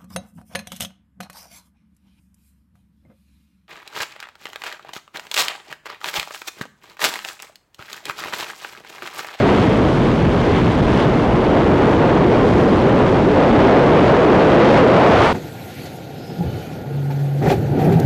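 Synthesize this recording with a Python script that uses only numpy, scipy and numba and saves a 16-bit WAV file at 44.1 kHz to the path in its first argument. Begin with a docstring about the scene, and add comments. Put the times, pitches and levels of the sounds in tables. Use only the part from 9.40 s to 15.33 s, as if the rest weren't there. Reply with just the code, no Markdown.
"""Freefall wind on a camera microphone

In the open air the airstream tears over the small port of a handheld camera microphone.
Big eddies buffet (low noise), smaller ones shed at the port roar (noise below a moving corner),
fine turbulence hisses on top (noise in half-octave bands). The pressure overloads the capsule, which
flattens the wave; the camera then evens the level and trims the bass and the top.
As the camera turns, the roar gathers into a rising howl (noise in a moving resonance)."""
import sys
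import numpy as np
from scipy import signal
from scipy.io import wavfile
from scipy.ndimage import uniform_filter1d
from numba import njit

SR = 44100
rng = np.random.default_rng(int(sys.argv[2]) if len(sys.argv) > 2 else 0)


def pcm_store(signal):
    """Save signal as 16-bit PCM."""
    levels = np.round(np.clip(np.atleast_2d(signal), -1, 1) * 32767)
    wavfile.write(sys.argv[1], SR, levels.astype(np.int16).T)


def convert_level_to_amplitude(level_db):
    """Map a level in decibels to its linear amplitude factor."""
    exponent = np.asarray(level_db, float) / 20
    return 10 ** exponent


N = 261498

# colour of fine turbulence ahead of the port: (frequency [Hz], relative density [dB per Hz])
HISS_COLOUR = [(500, -4), (900, -0.5), (1500, -7.5), (2400, -10.5), (3400, -19.5), (5000, -21.5),
               (8000, -24.5), (13000, -27.5)]
# airstream at the port as the camera turns:
# (time [s], pressure [dB], eddy shedding rate [Hz], fine turbulence [dB])
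FLOW = [(0.0, -8.5, 344, -19), (0.3, -8, 290, -19), (0.6, -11.5, 253, -21.5), (0.9, -11, 270, -20.5),
        (1.35, -11.5, 262, -21.5), (1.7, -9.5, 303, -22), (1.9, -10, 363, -23), (2.2, -6, 370, -21.5),
        (2.6, -6, 390, -22), (3.0, -5, 382, -20), (3.9, -6.5, 396, -20), (4.25, 0, 409, -20),
        (4.75, -2, 489, -20), (5.05, 0, 426, -18), (5.37, 0.5, 600, -18.5), (5.45, 0, 455, -17),
        (5.6, 1, 630, -20), (5.68, 0, 625, -15), (5.76, -1.5, 780, -16), (5.86, -7.5, 930, -15),
        (5.93, -16.5, 960, -16.5)]
# gusts: (peak time [s], level [dB], swell [s], added brightness [dB per two octaves])
GUSTS = [(0.22, 4, 0.42, -1), (0.66, 2, 0.12, 1), (1.18, 5, .1, -2.5), (1.6, 6, 0.25, -1),
         (2.38, -0.5, 0.11, 1.5), (2.52, -0.5, .08, 3), (3.09, -0.5, 0.047, 4.5), (3.2, 0, 0.07, 5),
         (3.33, 0.5, 0.071, 0.5), (4.2, 5.5, .12, -1.5), (4.67, 5, .2, 0), (5.37, 9, 0.15, -2),
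         (5.85, 7, 0.16, -0.5)]

BREAK_S = 0.04   # fall of a gust
GUST_IN_ROAR, GUST_IN_BUFFET = 0.4, 0.42   # shares of a gust's dB
SHEDDING_HZ = 400   # reference rate for the per-octave settings

BUFFET_LOW_HZ, BUFFET_HIGH_HZ = 21.6, 179
BUFFET_DB = -10   # at 0 dB pressure and SHEDDING_HZ
BUFFET_FOLLOWS, BUFFET_DB_PER_OCTAVE = 0.12, -2.5   # dB per dB of pressure, change with shedding rate

ROAR_CORNER_HZ = 252 * 2 ** 0.87   # at SHEDDING_HZ
CORNER_FOLLOWS = 0.67   # octaves per octave of shedding rate
CORNER_DAMPING, DAMPING_PER_OCTAVE = 1.13, -0.11   # at SHEDDING_HZ, change with rate
ROAR_FROM_HZ = 113.7

BRIGHT_DB_PER_2_OCTAVES = 4   # between gusts, above 2 kHz
PORT_HZ, PORT_WIDTH_HZ, PORT_DB = 3490, 670, -3.5   # ringing; level against the direct sound

HOWL_DAMPING, HOWL_TIGHTENS = 0.14, 0.6   # at SHEDDING_HZ, exponent of narrowing with rate
HOWL_DB = -8   # at 0 dB pressure and SHEDDING_HZ
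HOWL_FOLLOWS, HOWL_DB_PER_OCTAVE = 1.66, 2.5   # dB per dB of pressure, change with rate

CAPSULE_UP, CAPSULE_DOWN, KNEE = 1, 0.8, 1.33   # limits of swing, hardness of the knee
STEEPEN_S = 4e-5   # lead per unit of swing
BASS_CUT_HZ, TOP_CUT_HZ, EDGE_HZ = 100, 3870, 13980
SELF_NOISE_DB, SELF_NOISE_HZ = -74, (7000, 15000)   # rms ahead of the edge filter, band


def rms_one(x):
    """Scaled to unit rms."""
    return x / np.sqrt(np.mean(x ** 2) + 1e-20)


def drift(rate_hz):
    """Slow chance of spread 1: noise twice through a one-pole low-pass."""
    pole = np.exp(-2 * np.pi * rate_hz / SR)
    noise = rng.standard_normal(N + SR)
    slow = signal.lfilter([1], [1, -2 * pole, pole * pole], noise)
    return rms_one(slow[SR:])   # settled part


def band(x, low_hz, high_hz):
    """Butterworth band-pass, second order per edge."""
    sos = signal.butter(2, [low_hz, high_hz], "band", fs=SR, output="sos")
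    return signal.sosfilt(sos, x)


@njit
def moving_filter(x, step, damping):
    """Two-pole filter whose corner moves sample by sample: low-pass and band-pass outputs."""
    out, low, mid = np.empty((2, len(x))), 0., 0.
    for i in range(len(x)):
        low += step[i] * mid
        mid += step[i] * (x[i] - low - damping[i] * mid)
        out[0, i], out[1, i] = low, mid
    return out


def in_time(rows):
    """Table columns after the time, one value per sample."""
    time_s, *columns = np.transpose(rows)
    return [np.interp(np.arange(N) / SR, time_s, column) for column in columns]


def gust_swells():
    """Gusts swell and break off along bell-shaped flanks: added level and brightness."""
    t = np.arange(N) / SR
    total = np.zeros((2, N))
    for peak_s, level_db, swell_s, bright_db in GUSTS:
        flank_s = np.where(t < peak_s, swell_s, BREAK_S)
        bell = np.exp(-((t - peak_s) / flank_s) ** 2)
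        total += np.outer([level_db, bright_db], bell)
    return total


def buffet(level_db, lumpy_db):
    """Large eddies: low noise of uneven strength."""
    noise = band(rng.standard_normal(N + SR), BUFFET_LOW_HZ, BUFFET_HIGH_HZ)[SR:]
    lumpy = noise * convert_level_to_amplitude(lumpy_db * drift(14))
    return convert_level_to_amplitude(level_db) * rms_one(lumpy)


def roar(level_db, corner_hz, damping, flutter_db, waver_octaves):
    """Eddies shed at the port: flat noise up to a wavering corner that rises with the shedding rate."""
    step = 2 * np.pi * corner_hz * 2 ** (waver_octaves * drift(12.3)) / SR
    damping = np.clip(damping, 0.3, 1.8)
    noise = moving_filter(rng.standard_normal(N), step, damping)[0]
    noise = signal.lfilter(*signal.butter(2, ROAR_FROM_HZ, "high", fs=SR), noise)
    even = noise * np.sqrt(damping / corner_hz)   # a wider or peakier band carries more power
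    return convert_level_to_amplitude(level_db) * rms_one(even * convert_level_to_amplitude(flutter_db))


def port(x):
    """Fine turbulence sets the air in the short tube before the capsule ringing broadly."""
    r = np.exp(-np.pi * PORT_WIDTH_HZ / SR)
    poles = [2, -4 * r * np.cos(2 * np.pi * PORT_HZ / SR), 2 * r * r]
    ring = signal.lfilter([1 - r * r, 0, r * r - 1], poles, x)
    return x + convert_level_to_amplitude(PORT_DB) * ring


def hiss(level_db, bright_db, flutter_db, spit_db, patchy_db):
    """Fine turbulence: half-octave bands share gusts and quick spits and also flicker on their own."""
    hz, density_db = np.transpose(HISS_COLOUR)
    edges_hz = 400 * 2 ** np.arange(0, 5.6, 0.5)
    white = rng.standard_normal((2, N))   # neighbouring bands alternate
    spits = drift(150)
    out = 0
    for k, (low_hz, high_hz) in enumerate(zip(edges_hz, edges_hz[1:])):
        colour_db = np.interp(np.log(low_hz * high_hz) / 2, np.log(hz), density_db)
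        tilt_db = bright_db * max(np.log2(low_hz / 2000), 0) * 0.5   # only the top octaves
        gain = convert_level_to_amplitude(colour_db + tilt_db + patchy_db * drift(33))
        out = out + band(white[k % 2], low_hz, high_hz) * gain
    return convert_level_to_amplitude(level_db) * rms_one(port(out) * convert_level_to_amplitude(flutter_db + spit_db * spits))


def howl(hz, level_db, damping, waver_octaves):
    """Shedding that falls nearly into step: noise in a loose, wavering resonance."""
    step = 2 * np.pi * hz * 2 ** (waver_octaves * drift(9.8)) / SR
    noise = moving_filter(rng.standard_normal(N), step, damping)[1]
    even = noise * np.sqrt(damping / hz)
    return convert_level_to_amplitude(level_db) * rms_one(even)


def scene():
    """Pressure, shedding rate and gusts drive the layers; a small flutter moves roar and hiss together."""
    flow_db, shedding_hz, fine_db = in_time(FLOW)
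    swell_db, bright_db = gust_swells()
    octaves = np.log2(shedding_hz / SHEDDING_HZ)
    flutter = drift(9)

    buffet_db = BUFFET_DB + BUFFET_FOLLOWS * flow_db + BUFFET_DB_PER_OCTAVE * octaves
    air = buffet(buffet_db + GUST_IN_BUFFET * swell_db, lumpy_db=2.0)

    corner_hz = ROAR_CORNER_HZ * 2 ** (CORNER_FOLLOWS * octaves)
    corner_damping = CORNER_DAMPING + DAMPING_PER_OCTAVE * octaves
    air = air + roar(flow_db + GUST_IN_ROAR * swell_db, corner_hz, corner_damping,
                     flutter_db=0.38 * flutter, waver_octaves=0.092)

    air = air + hiss(fine_db + swell_db, BRIGHT_DB_PER_2_OCTAVES + bright_db,
                     flutter_db=0.39 * flutter, spit_db=0.14, patchy_db=0.4)

    howl_db = HOWL_DB + HOWL_FOLLOWS * flow_db + HOWL_DB_PER_OCTAVE * octaves
    howl_damping = HOWL_DAMPING * (SHEDDING_HZ / shedding_hz) ** HOWL_TIGHTENS
    air = air + howl(shedding_hz, howl_db, howl_damping, waver_octaves=0.04)
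    return air[None]


def capsule(pressure):
    """Overload flattens the wave unevenly; crests run ahead of troughs, so it rises faster than it falls."""
    limit = np.where(pressure > 0, CAPSULE_UP, CAPSULE_DOWN)
    x = pressure / (1 + (np.abs(pressure) / limit) ** KNEE) ** (1 / KNEE)
    samples = np.arange(N)
    return np.interp(samples + STEEPEN_S * SR * x[0], samples, x[0])[None]


def gain_control(x, seconds, knee_db, squeeze):
    """Slow automatic gain: power above the knee is turned down by a share."""
    power = uniform_filter1d(x ** 2, int(seconds * SR), axis=-1)
    excess_db = np.maximum(10 * np.log10(power) - knee_db, 0)
    return x * convert_level_to_amplitude(-squeeze * excess_db)


def band_limit(x):
    """A steep low-pass at the top of the band."""
    return signal.sosfilt(signal.butter(12, 14140, fs=SR, output="sos"), x)


def record(dry):
    """Capsule, automatic gain, a one-pole bass cut that tilts the flat tops, top roll-off, self-noise."""
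    x = capsule(dry)
    x = gain_control(x, seconds=0.19, knee_db=-13, squeeze=0.58)
    x = signal.lfilter([1, -1], [1, -np.exp(-2 * np.pi * BASS_CUT_HZ / SR)], x)
    x = signal.lfilter(*signal.butter(2, TOP_CUT_HZ, fs=SR), x)
    electronics = band(rng.standard_normal(N), *SELF_NOISE_HZ)
    x = x + convert_level_to_amplitude(SELF_NOISE_DB) * rms_one(electronics)
    mix = signal.sosfilt(signal.cheby2(20, 50, EDGE_HZ, fs=SR, output="sos"), x)   # steep top edge
    return band_limit(mix)


dry = scene()
out = record(dry)
pcm_store(out)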